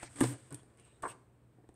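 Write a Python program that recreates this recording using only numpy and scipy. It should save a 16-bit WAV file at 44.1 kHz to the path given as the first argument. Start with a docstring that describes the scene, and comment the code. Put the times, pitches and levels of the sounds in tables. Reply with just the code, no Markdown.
"""Paper slides and crackles as a picture book's page is turned by hand, close up in a small quiet room. The
sheet snaps free and flaps down, and the book shudders while the page slides over it; a second page buckles with
hollow pops, and fingers tap the book lightly at the end. Friction makes the hiss and ticks of the paper; pops,
slap, shudders and taps are damped modes. The microphone's resonance lifts the high treble."""
import sys
import numpy as np
from scipy import signal
from scipy.fft import rfft, irfft
from scipy.io import wavfile
from scipy.ndimage import uniform_filter1d

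SR = 44100
rng = np.random.default_rng(int(sys.argv[2]) if len(sys.argv) > 2 else 0)


def log_audio(samples):
    """Write samples as a 16-bit WAV file to the path given in sys.argv[1]."""
    # one column per channel
    frames = np.atleast_2d(samples).T
    # limit to full scale, then quantise
    limited = np.clip(frames, -1, 1)
    pcm = np.round(limited * 32767).astype(np.int16)
    wavfile.write(sys.argv[1], SR, pcm)


N = 77175
T = np.arange(N) / SR
BIN_HZ = abs(np.fft.fftfreq(2048, 1 / SR))
LANDING_S, SHEET_RISE_S = 0.2103, 0.00081
RUB_RISE_S, RUB_FALL_S = 0.0017, 0.008


def amp(db):
    return 10 ** (np.asarray(db) / 20)


def unit(x):
    return x / np.sqrt(np.mean(x ** 2) + 1e-20)


def curve_at(points, hz):
    """Interpolation on a logarithmic frequency axis."""
    f, value = np.transpose(points)
    return np.interp(np.log(hz + 1), np.log(f + 1), value)


def colour(x, spectrum, tilt_db=0):
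    """Spectral shaping, with a tilt per octave above 400 Hz, at rms 1."""
    hz = np.fft.rfftfreq(N, 1 / SR)
    gain_db = curve_at(spectrum, hz) + tilt_db * np.log2(np.maximum(hz, 400))
    return unit(irfft(rfft(x) * amp(gain_db), N))


def minimum_phase(db):
    """The most compact causal impulse response with these gains at BIN_HZ."""
    response = np.fft.ifft(np.exp(np.conj(signal.hilbert(np.log(amp(db)))))).real
    return response[:len(response) // 2]


def gate(start, length, rise, fall):
    """Linear attack, hold, exponential release."""
    t = T - start
    return np.clip(t / rise, 0, 1) * np.exp(-np.maximum(t - length, 0) / fall)


def swells(rows):
    """Gaussian humps of amplitude."""
    return sum(amp(db) * np.exp(-((T - s) / width) ** 2) for s, width, db in rows)


def ring(modes, start, hold, rise, pitch=1, waver=0):
    """Damped modes decay exponentially once the drive ends; waver is the relative rms pitch jitter."""
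    out = np.zeros(N)
    for hz, db, t60 in modes:
        speed = 1 + waver * unit(uniform_filter1d(rng.standard_normal(N), size=500)) if waver else 1
        cycles = np.cumsum((T >= start) * speed) * hz * pitch / SR
        out += amp(db) * gate(start, hold, rise, t60 / np.log(1000)) * np.sin(2 * np.pi * cycles)
    return out


def friction(catches_per_s=3000, spread_db=3.5, hiss_share=0.48):
    """Stick-slip friction: paper fibres catch at random over a smooth hiss."""
    catches = (rng.random(N) < catches_per_s / SR) * rng.choice([-1, 1], N)
    strength = amp(spread_db * np.minimum(rng.exponential(1, N), 4))
    hiss = rng.standard_normal(N)
    return np.sqrt(1 - hiss_share) * unit(catches * strength) + np.sqrt(hiss_share) * hiss


def flap():
    """Damped oscillation: the landing sheet swings a few times in one low mode."""
    hz, db, t60 = 274.7, -19.5, 0.022
    return ring([(hz, db, t60)], LANDING_S, hold=0.015, rise=0.0014)


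def slap():
    """Impact excitation: the landing sets many modes of the sheet ringing at once."""
    # Each row: frequency in Hz, relative level in dB, T60 in seconds.
    modes = [(325.7, 2.5, 0.12), (424, -12.5, 0.056), (479, -9, .09), (543.7, -4, 0.075), (867, -4, 0.0514),
             (1200, -7, 0.086), (1626, -8.5, .08), (1747, -3.5, 0.022)]
    return amp(-28) * ring(modes, LANDING_S, 0, SHEET_RISE_S)


def pops():
    """Snap-through buckling: the bent sheet jumps to a new shape and rings hollowly."""
    # Each row: start in seconds, level in dB, pitch in Hz.
    buckles = [(.0304, -36, 825), (1.0313, -39, 1010), (1.0357, -27.5, 911), (1.0375, -27, 1074),
               (1.046, -34, 1017), (1.0528, -27.5, 1085), (1.0575, -34.5, 1443), (1.0604, -29, 946),
               (1.065, -38, 1204), (1.071, -34.5, 1055)]
    # Each row: ratio to the pitch, relative level in dB, T60 in seconds.
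    modes = [(.38, -5.5, 0.032), (.75, -2, 0.011), (1, 3.5, 0.016), (1.5, -10.5, 0.025)]
    return sum(amp(db) * ring(modes, s, 0, SHEET_RISE_S, hz) for s, db, hz in buckles)


def shudders(book_hz=128.1, book_t60=0.18, flutter_t60=0.13):
    """Driven vibration: the book booms, and the loose sheet flutters at a pitch set by its bend."""
    # Each row: start and length in seconds, boom level in dB, flutter pitch in Hz, flutter level in dB.
    shakes = [(0.04, 0.015, -54.5, 271, -63), (0.148, 0.03, -61, 276, -53.5),
              (.184, 0.016, -50, 285, -41.5), (0.216, 0.046, -31.5, 273, -37),
              (0.273, 0.051, -41.5, 280.3, -42), (.415, 0.016, -55, 330, -81),
              (0.513, 0.034, -44.5, 302, -49), (1.095, 0.016, -53.5, 320, -76)]
    out = np.zeros(N)
    for s, length, boom_db, flutter_hz, flutter_db in shakes:
        modes = [(book_hz, boom_db, book_t60), (flutter_hz, flutter_db, flutter_t60)]
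        out += ring(modes, s, length, rise=0.013, waver=0.075)
    return out


def ticks(peak_db=7.5, width_hz=600):
    """Impulse response: a sharp slip of the paper's edge and a scatter of smaller ones ring briefly."""
    # Each row: start in seconds, level in dB, tilt above 4 kHz in dB per octave, resonance in Hz.
    edge_ticks = [(0.1596, -38, -14, 8400), (.2060, -16.5, 1.5, 9430), (0.207, -33, 3, 1800),
                  (0.2111, -26, 10, 8200), (0.217, -26, 7, 8500), (0.2384, -28, -1, 9100),
                  (0.507, -40, -7, 8300), (0.5257, -30, -6, 9600), (0.5454, -25, -6.5, 8920),
                  (0.632, -54.5, -19, 7400), (0.774, -49, -8, 8520), (0.7983, -43.5, -11, 8600),
                  (0.8511, -48, -9, 8500), (1.0241, -34, -3, 3040), (1.69, -49, -13.5, 3110),
                  (1.742, -55, -2, 8900)]
    # Each row: frequency in Hz, gain in dB.
    spectrum = [(200, -6.5), (1500, -11), (4000, -12), (6500, -8.5), (8400, -2), (9800, -1), (12300, -4.5),
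                (13500, -13), (16000, -24.5)]
    octaves = np.log2(np.maximum(BIN_HZ, 4000) / 8000)
    out = np.zeros(N)
    for s, db, tilt_db, hz in edge_ticks:
        slips = rng.standard_normal(N) * gate(s, 0, rise=0.00099, fall=0.002)
        slips *= amp(-3) / np.linalg.norm(slips)
        slips[round(s * SR)] += 1  # the main slip, 3 dB above the scatter in energy
        resonance_db = peak_db / (1 + (2 * (BIN_HZ - hz) / width_hz) ** 2)
        response = minimum_phase(curve_at(spectrum, BIN_HZ) + resonance_db + tilt_db * octaves)
        out += amp(db) * signal.oaconvolve(slips, response)[:N]
    return out


def crumples():
    """Stick-slip in the bending sheet gives dull bursts of tiny catches."""
    # Each row: centre and half width in seconds, level in dB.
    bursts = [(.032, 0.0011, -41), (.2098, 0.0023, -29), (.24, 0.0087, -34), (0.517, 0.0049, -57)]
    # Each row: frequency in Hz, relative spectral density in dB.
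    spectrum = [(100, -12.5), (400, 10.5), (900, 5.5), (1700, -3.5), (3000, -8.5), (5000, -11.5),
                (9000, -27), (16000, -50)]
    return swells(bursts) * colour(friction(), spectrum)


def slides():
    """Sliding friction of paper on paper: each stroke swells or fades, with its own brightness."""
    # Each row: start and length in seconds, opening level and its change in dB, tilt in dB per octave.
    strokes = [(-.01, 0.045, -64.5, 7.5, 0.5), (0.026, 0.042, -57.5, -13, 0), (0.091, 0.063, -68, 3, 1),
               (0.158, 0.048, -57.5, 8, -0.2), (0.206, 0.055, -48, 0.5, .5),
               (0.27, 0.065, -51.5, -7.5, 1.5), (0.307, 0.05, -66, 10, -5), (0.377, 0.12, -70, -2, 0.5),
               (0.502, 0.031, -63, 12.5, -5.5), (0.552, 0.048, -67.5, 1, -2), (0.614, 0.19, -75.5, 2, -3),
               (0.778, 0.1, -76.5, 0.5, -0.5), (0.857, 0.15, -75.5, 0, -2), (1.0209, 0.014, -60, 8.5, -1.5),
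               (1.041, 0.054, -66.5, -4.5, 0.5), (1.077, 0.043, -58.5, 1.5, -1)]
    # Each row: frequency in Hz, relative spectral density in dB.
    spectrum = [(100, -4.5), (300, 12.5), (800, 7.5), (1700, 8), (3000, 0.5), (6000, -6.5), (8500, -2.5),
                (10500, -10.5), (13000, -19), (16000, -23.5)]
    grain, out = friction(), np.zeros(N)
    for s, length, db, change_db, tilt_db in strokes:
        level = amp(db + change_db * np.clip((T - s) / length, 0, 1))
        out += colour(grain, spectrum, tilt_db) * gate(s, length, RUB_RISE_S, RUB_FALL_S) * level
    return out


def scrapes():
    """Friction-driven resonance: each rub excites one band of the sheet, which differs with the grip."""
    # Each row: start and length in seconds, level in dB, resonance and bandwidth in Hz.
    rubs = [(0, 0.081, -61.5, 2090, 825), (0.045, 0.031, -63, 4400, 2720),
            (0.201, 0.12, -65.5, 12500, 4000), (0.552, 0.056, -75.5, 3300, 296),
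            (0.786, 0.14, -76, 2700, 710), (0.846, 0.13, -83, 3730, 400), (0.836, 0.13, -91.5, 8360, 300),
            (1.081, 0.041, -62, 2750, 547), (1.061, .05, -76, 5340, 130), (1.054, 0.052, -71, 8350, 500),
            (1.074, 0.037, -74, 12300, 2500)]
    grain, out = friction(), np.zeros(N)
    for s, length, db, hz, width in rubs:
        band = signal.butter(2, [hz - width / 2, hz + width / 2], "band", fs=SR, output="sos")
        out += amp(db) * unit(signal.sosfilt(band, grain)) * gate(s, length, RUB_RISE_S, RUB_FALL_S)
    return out


def taps():
    """Fingertip impacts excite heavily damped modes of the book; a shorter rise sounds harder."""
    # Each row: start in seconds, level in dB, rise in seconds.
    touches = [(0.0306, -46, .0003), (.633, -58, 0.00056), (1.5843, -53.5, 0.0022), (1.601, -57, .003),
               (1.642, -56, 0.00094), (1.691, -50.5, 0.000324), (1.742, -65, 0.0012)]
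    # Each row: frequency in Hz, relative level in dB, T60 in seconds.
    modes = [(151, -26, 0.032), (299, 3.5, 0.029), (389, -2.5, 0.03), (741, -6, 0.034),
             (1780, -10.5, 0.011)]
    return sum(amp(db) * ring(modes, s, 0, rise) for s, db, rise in touches)


def puffs():
    """Air displacement: the swinging sheet pushes low wafts at the microphone."""
    # Each row: centre and half width in seconds, level in dB.
    wafts = [(.11, 0.039, -63.5), (.225, 0.019, -60.5), (.32, 0.031, -65.5), (1.03, 0.022, -61.5),
             (1.1, 0.0072, -60)]
    # Each row: frequency in Hz, relative spectral density in dB.
    spectrum = [(20, -37), (45, -6.5), (80, 1), (130, -1), (400, -46), (2000, -68.5)]
    return swells(wafts) * colour(rng.standard_normal(N), spectrum)


def room(x, early_db=-8.5, tail_db=-16.5):
    """Reverberation: sparse reflections from near surfaces, then a faint diffuse tail."""
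    # Each row: frequency in Hz, T60 in seconds.
    decay_times = [(100, 0.31), (300, 0.6), (1200, 0.35), (4000, 0.61), (9000, 0.45), (16000, 0.15)]
    hz, t, noise = signal.stft(rng.standard_normal(N), SR, nperseg=256)
    decay = amp(-60 * t / curve_at(decay_times, hz)[:, None])
    tail = signal.istft(noise * decay, SR, nperseg=256)[1][:N] * np.clip(T / 0.03, 0, 1)
    early = rng.standard_normal(N) * (rng.random(N) < 2000 / SR)
    early *= gate(0.0004, 0, rise=0.001, fall=0.01167)
    response = amp(tail_db) * tail / np.linalg.norm(tail) + amp(early_db) * early / np.linalg.norm(early)
    return signal.fftconvolve(x, response)[:N]


def background():
    """The noise floor: still room air and a faint mains hum."""
    # Each row: frequency in Hz, rms level in dB.
    hum_tones = [(61, -78.5), (120, -68.5)]
    # Each row: frequency in Hz, relative spectral density in dB.
    air_spectrum = [(20, -27), (40, -26), (62, -8.5), (90, -8), (125, -7.5), (200, -11), (330, -12.5),
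                    (500, -18), (1200, -27.5), (2600, -36.5), (6000, -50), (10000, -52.5), (15500, -48)]
    hum = sum(amp(db) * np.sqrt(2) * np.sin(2 * np.pi * (hz * T + rng.random())) for hz, db in hum_tones)
    return hum + amp(-67.5) * colour(rng.standard_normal(N), air_spectrum)


def scene():
    """Superposition: crisp sounds excite the room; low swings and narrow rubs are heard only directly."""
    crisp = slides() + crumples() + ticks() + pops() + slap() + taps()
    close = flap() + shudders() + scrapes() + puffs()
    return (crisp + room(crisp) + close + background())[None]


def record(dry):
    """Resonance of the microphone's port, a narrow peak on a wide skirt, then a low-pass band limit."""
    port_hz, peak_width_hz, skirt_width_hz, cutoff_hz = 8450, 1050, 3080, 15700
    peak_db = 5 / (1 + (2 * (BIN_HZ - port_hz) / peak_width_hz) ** 4)
    skirt_db = 11 / (1 + (2 * (BIN_HZ - port_hz) / skirt_width_hz) ** 2)
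    bright = signal.fftconvolve(dry[0], minimum_phase(peak_db + skirt_db))[:N]
    low_pass = signal.firwin(511, cutoff_hz, window=("kaiser", 9), fs=SR)
    return signal.oaconvolve(bright, low_pass, "same")[None]


dry = scene()
out = record(dry)
log_audio(out)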